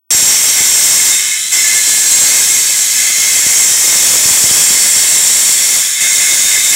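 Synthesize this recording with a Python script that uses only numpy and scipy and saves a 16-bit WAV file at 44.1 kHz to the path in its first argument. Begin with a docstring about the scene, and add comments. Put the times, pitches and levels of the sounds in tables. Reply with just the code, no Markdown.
"""An angle grinder's diamond blade cuts stone outdoors; the sculptor eases off twice between strokes.
Fracturing grit rasps and excites the steel blade's modes, and friction sustains some as squeals.
The slot walls make the blade flutter, stone crumbles, and the gear whine sags under load.
Flying chips tap the camera, whose microphone is overloaded by the din."""
import sys
import numpy as np
from scipy import signal
from scipy.fft import rfft, irfft, next_fast_len
from scipy.io import wavfile
from scipy.ndimage import map_coordinates

SR = 44100
rng = np.random.default_rng(int(sys.argv[2]) if len(sys.argv) > 2 else 0)


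def log_audio(samples):
    """Write samples as a 16-bit WAV file to the path given in sys.argv[1]."""
    # one column per channel
    frames = np.atleast_2d(samples).T
    # limit to full scale, then quantise
    limited = np.clip(frames, -1, 1)
    pcm = np.round(limited * 32767).astype(np.int16)
    wavfile.write(sys.argv[1], SR, pcm)


N = 297675


def amp(db):
    """Amplitude ratio of a level in decibels."""
    return 10 ** (np.asarray(db) / 20)


def unit(x):
    """Normalisation to an rms of 1."""
    return x / np.sqrt(np.mean(x ** 2) + 1e-20)


def curve(points):
    """Linear interpolation of (time_s, value) points, one value a sample."""
    return np.interp(np.arange(N) / SR, *np.transpose(points))


def wobble(rate_hz, size=N):
    """Slow random modulation: a spline through rate_hz random knots a second."""
    knots = rng.standard_normal(int(size * rate_hz / SR) + 4)
    return map_coordinates(knots, [np.arange(size) * rate_hz / SR])


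def filtered(x, response):
    """Zero-phase filtering: the spectrum of x times response(hz)."""
    size = next_fast_len(N + 8192)
    return irfft(rfft(x, size) * response(np.fft.rfftfreq(size, 1 / SR)), size)[..., :N]


def colour(points, hz):
    """Spectral envelope: gain through (frequency_hz, level_db) points on a log frequency axis."""
    point_hz, level_db = np.transpose(points)
    return amp(np.interp(np.log(hz + 1), np.log(point_hz), level_db))


def resonances(modes, hz):
    """Summed power response of damped resonators."""
    return sum(amp(db) ** 2 * (hz * width) ** 2 / ((centre ** 2 - hz ** 2) ** 2 + (hz * width) ** 2)
               for centre, width, db in modes)


def grit(turns, runout_db, clump_db):
    """Amplitude-modulated noise: countless grain fractures, in clumps and harder once in each turn."""
    return rng.standard_normal(N) * amp(runout_db * np.sin(2 * np.pi * turns) + clump_db * wobble(260))


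def shifting_ring(x, t60_s, wet_db, places):
    """Dense, short-lived modes, crossfaded from place to place as the blade travels along the slot."""
    t = np.arange(SR // 8) / SR
    place = np.linspace(0, places - 1, N)
    ringing = np.zeros(N)
    for k in range(places):
        tail = rng.standard_normal(len(t)) * amp(-60 * t / t60_s)
        near = np.flatnonzero(np.abs(place - k) < 1)
        drive = x[near] * np.cos(np.pi / 2 * (place[near] - k))
        ring = signal.fftconvolve(drive, tail / np.linalg.norm(tail))[:N - near[0]]
        ringing[near[0]:near[0] + len(ring)] += ring
    return x + amp(wet_db) * ringing


def rasp(turns):
    """Broadband excitation: fractures are heard directly and through the resonances of the steel."""
    # spectrum of diamond on stone: frequency_hz, level_db
    spectrum = [(300, -37.5), (1300, -19.5), (1650, -8.5), (2850, -12), (3350, -6), (4900, -11),
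                (5400, -3.5), (6300, -1), (7700, 1.5), (8700, -2), (11000, -9), (13700, -19),
                (14800, -10.5), (16000, -15.5)]
    # modes of the blade and its guard: pitch_hz, width_hz, level_db
    modes = [(2526, 330, -11), (3120, 29, -6), (4340, 76, -7.5), (4537, 81, -3), (5340, 140, 0),
             (5600, 200, 2), (6070, 110, -0.5), (6430, 61, -1), (6670, 90, 3), (7000, 120, 1),
             (7340, 61, 3), (7520, 220, 3.5), (7940, 210, 2), (8270, 68, 4), (8970, 150, -4.5),
             (9680, 97, -4), (10700, 190, -4.5), (11870, 250, -7), (12960, 260, -5), (13300, 160, -15)]
    fractures = grit(turns, runout_db=1.0, clump_db=0.63)
    ringing = shifting_ring(fractures, t60_s=.08, wet_db=-7, places=14)
    return unit(filtered(ringing, lambda hz: np.sqrt(colour(spectrum, hz) ** 2 + resonances(modes, hz))))


def fine_grit(x, treble_db, corner_hz):
    """Treble shelf: a light touch sheds less fine grit, so the top of the rasp fades first."""
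    treble = filtered(x, lambda hz: hz ** 8 / (hz ** 8 + corner_hz ** 8))
    return x + treble * (amp(treble_db) - 1)


def squeals(drift, blur, flicker_db, attack_s, release_s):
    """Self-excited vibration: friction sustains single blade modes, wavering in pitch and strength; a few
    spells are the blade ringing on freely while it is lifted."""
    # spells locked onto one mode: start_s, end_s, pitch_hz, level_db (relative to the rasp)
    spells = [(.1, 1.202, 7500, -9), (.1, 1.35, 8050, -18), (.1, 1.3, 5630, -20), (.1, 1.2, 12780, -24),
              (1.19, 1.42, 3050, -19), (1.385, 1.48, 7100, -12), (1.37, 1.53, 9308, -13),
              (1.37, 1.6, 12435, -23), (1.516, 1.81, 2060, -15), (1.604, 2.1, 1728, -18.5),
              (1.517, 1.66, 5320, -11.5), (1.52, 3.7, 6600, -13), (1.52, 3.7, 7600, -12),
              (1.92, 2.32, 7610, -7.5), (1.55, 3.5, 11960, -24), (2.2, 3.503, 4550, -22),
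              (2.949, 3.45, 2055, -22), (4.2, 5.6, 7335, -11.5), (4.598, 6.3, 4420, -23),
              (5.98, 6.75, 7490, -11), (6.15, 6.75, 7230, -14), (6.3, 6.75, 4540, -20)]
    tones = np.zeros(N)
    for start, end, hz, db in spells:
        span = np.arange(int(start * SR), min(int(end * SR), N))
        size = len(span)
        pitch_hz = hz * (1 + drift * wobble(9, size) + blur * wobble(170, size))
        grip = amp(flicker_db * (0.8 * wobble(54.8, size) + wobble(15.9, size)))
        swell = np.clip(np.minimum((span - span[0]) / attack_s, (span[-1] - span) / release_s) / SR, 0, 1)
        tones[span] += amp(db) * swell * unit(grip * np.sin(2 * np.pi * np.cumsum(pitch_hz) / SR))
    return tones


def flutter(turns):
    """Forced vibration: the slot walls knock the blade into bending modes, which radiate no bass."""
    # low bending modes of the blade: pitch_hz, width_hz, level_db
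    modes = [(1136, 76, -10.5), (1526, 25, -11), (1735, 23, -3.5), (2046, 20, 0.5), (2142, 39, 1.5),
             (2578, 46, -8.5)]
    knocks = grit(turns, runout_db=0.5, clump_db=-0.65)
    radiation = lambda hz: hz ** 8 / (hz ** 8 + 1400 ** 8)
    return unit(filtered(knocks, lambda hz: np.sqrt(resonances(modes, hz)) * radiation(hz)))


def wall_contact(ease_db, steady_db, clear_db, attack_s, release_s):
    """Flutter gain: steady contact and rubs add in power, fading as the easing falls below clear_db."""
    # rubs of the blade on a slot wall: start_s, length_s, level_db
    rubs = [(0.53, .08, -21), (.95, 0.45, -24.5), (1.497, 0.24, -21.5), (2.27, 0.078, -20),
            (2.925, 0.59, -23.5), (3.864, 0.048, -21), (5.97, 0.11, -18), (6.164, 0.11, -17),
            (6.453, .12, -18), (6.7, .05, -18.5)]
    t = np.arange(N) / SR
    power = amp(steady_db) ** 2
    for start, length, db in rubs:
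        rise = np.clip((t - start) / attack_s, 0, 1)
        decay = np.exp(-np.maximum(t - start - length, 0) / release_s)
        power = power + (amp(db) * rise * decay) ** 2
    return np.sqrt(power) * amp(2.9 * np.minimum(ease_db - clear_db, 0))


def gears(turns, mesh_hz, teeth, rattle_rad, eccentric_rad, flicker_db):
    """Phase modulation: tooth play blurs the mesh tone and an eccentric wheel adds sidebands."""
    # gear case modes, which ring as the mesh tone passes through: pitch_hz, width_hz, level_db
    case_modes = [(3650, 58, 9), (4090, 17, 8)]
    angle = 2 * np.pi * turns
    phase = teeth * angle + rattle_rad * wobble(150) + eccentric_rad * np.sin(angle)
    whine = unit(np.sin(phase) * amp(flicker_db * wobble(45)))
    return whine * np.sqrt(1 + resonances(case_modes, mesh_hz))


def whirr():
    """Resonant flow noise: cooling air rushes through the motor housing."""
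    # resonances of the whirr: pitch_hz, width_hz, level_db
    modes = [(3096, 81, -0.5), (3340, 110, -1.5), (3630, 150, -1.5), (3900, 100, 0)]
    return unit(filtered(rng.standard_normal(N), lambda hz: resonances(modes, hz)))


def shaft(turns):
    """Rotational harmonics: a faint hum locked to the spindle."""
    # tones of the shaft and its fan: cycles_per_turn, level_db
    harmonics = [(2, -54.5), (12, -48)]
    return sum(amp(db) * unit(np.sin(2 * np.pi * k * turns + .5 * wobble(40))) for k, db in harmonics)


def site():
    """Masking: a steady distant rumble lies under the din and shows when the blade is lifted."""
    # spectrum of the open-air site: frequency_hz, level_db
    spectrum = [(30, -27), (68, -1), (200, -4), (600, -8), (3000, -27)]
    return unit(filtered(rng.standard_normal(N), lambda hz: colour(spectrum, hz)))


def crumble(turns):
    """Brittle fracture: stone breaks in clumps, giving a dull, lumpy rush."""
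    # spectrum of the crumbling: frequency_hz, level_db
    spectrum = [(20, -30), (45, -42), (75, -4), (160, 0.5), (400, 2.5), (1200, 2.5), (2000, -12),
                (5000, -23)]
    fractures = grit(turns, runout_db=-0.5, clump_db=2.5)
    return unit(filtered(fractures, lambda hz: colour(spectrum, hz)))


def chips(contact_s, body_hz):
    """Impulse response: each chip gives the camera one short push, from which it springs back."""
    # chip impacts: time_s, peak_db
    impacts = [(0.146, -15), (.226, -15), (0.606, -17), (2.119, -23.5), (3.466, -16), (3.714, -21),
               (4.103, -21), (4.256, -15), (4.309, -18), (4.44, -11), (4.511, -13), (4.707, -15),
               (4.749, -22), (4.964, -19), (6.45, -24)]
    t = np.arange(SR // 20) / SR
    force = -t / contact_s * np.exp(1 - t / contact_s)
    tap = signal.sosfilt(signal.butter(2, body_hz, "high", fs=SR, output="sos"), force)
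    blows = np.zeros(N)
    for time_s, db in impacts:
        blows[round(time_s * SR)] += amp(db)
    return signal.fftconvolve(blows, tap / np.abs(tap).max())[:N]


def easing(depth_db, ease_s, catch_s, kick_db, kick_s):
    """Exponential relaxation: pressure (dB) falls between strokes and kicks back as the blade catches."""
    # strokes of the cut: catch_s, release_s
    strokes = [(.05, 1.094), (1.512, 5.77), (5.997, 6.8)]
    t = np.arange(N) / SR
    ease_db = np.zeros(N)
    for (_, release), (catch, _) in zip(strokes, strokes[1:]):
        lift = 1 - np.exp(-np.maximum(t - release, 0) / ease_s)
        caught = np.clip((t - catch) / catch_s, 0, 1)
        kick = np.exp(-np.abs(t - catch) / kick_s)
        ease_db += caught * kick_db * kick - (1 - caught) * depth_db * lift
    return ease_db


def scene():
    """Superposition: hand pressure sets the levels of the cut, and one spindle speed modulates it."""
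    # how hard the hand leans on the tool: time_s, push_db
    push = [(.1, 2), (1.05, 1), (1.6, -3), (2.1, -1.5), (2.35, 2), (2.85, -4.5), (3.55, 0), (4.45, 3.5),
            (5.1, 1), (5.6, -0.6), (5.77, 1), (6.05, -3.5), (6.3, -1), (6.6, -2.5), (6.75, 0.5)]
    # motor speed, as the gear mesh frequency: time_s, mesh_hz
    speed = [(.1, 3320), (.6, 3400), (1, 3550), (1.25, 3740), (1.5, 4030), (1.85, 4085), (2.3, 4095),
             (2.7, 3980), (3.2, 4060), (3.6, 3960), (3.9, 3660), (4.65, 3250), (5.2, 3310), (5.85, 3440),
             (6.03, 3635), (6.75, 3665)]
    push_db, mesh_hz, teeth = curve(push), curve(speed), 37
    ease_db = easing(depth_db=19, ease_s=0.34, catch_s=0.019, kick_db=2.5, kick_s=0.025)
    pressure_db = push_db + 0.9 * wobble(22)  # the hand trembles
    turns = np.cumsum(mesh_hz + 7 * wobble(11)) / SR / teeth
    strain = 1 - mesh_hz / mesh_hz.max()
    rattle_rad = .25 + 4 * strain - .03 * ease_db  # gears rattle when dragged down or slack
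    bite_db = -8.5 + 0.5 * pressure_db + 0.56 * ease_db
    whine_db = -34 - 0.47 * push_db - 0.23 * ease_db  # stands out under a light load
    crumble_db = -33 + 1.55 * pressure_db + 1.2 * ease_db

    cutting = fine_grit(rasp(turns), treble_db=.15 * ease_db + .085 * push_db, corner_hz=10100)
    cutting += squeals(drift=0.002012, blur=.002, flicker_db=2.5, attack_s=0.0093, release_s=0.025)
    contact = wall_contact(ease_db, steady_db=-25.5, clear_db=-10.5, attack_s=0.036, release_s=0.081)
    mix = amp(bite_db) * cutting + contact * flutter(turns)
    mix += amp(whine_db) * gears(turns, mesh_hz, teeth, rattle_rad, eccentric_rad=0.7, flicker_db=3.0)
    mix += amp(-28.5) * whirr() + shaft(turns)
    mix += amp(-49.5) * site()
    mix += amp(crumble_db) * crumble(turns)
    mix += chips(contact_s=0.00056, body_hz=62)
    return np.array([mix, mix])


def record(dry, open_s=.1055, ceiling=0.7, hardness=6, low_cut_hz=42, top_hz=15780):
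    """Saturation and band limiting: the microphone opens, flattens peaks, and cuts bass and top treble."""
    x = dry * (np.arange(N) / SR > open_s)
    x = x / (1 + np.abs(x / ceiling) ** hardness) ** (1 / hardness)
    x = signal.sosfilt(signal.butter(3, low_cut_hz, "high", fs=SR, output="sos"), x)
    return filtered(x, lambda hz: hz < top_hz)


dry = scene()
out = record(dry)
log_audio(out)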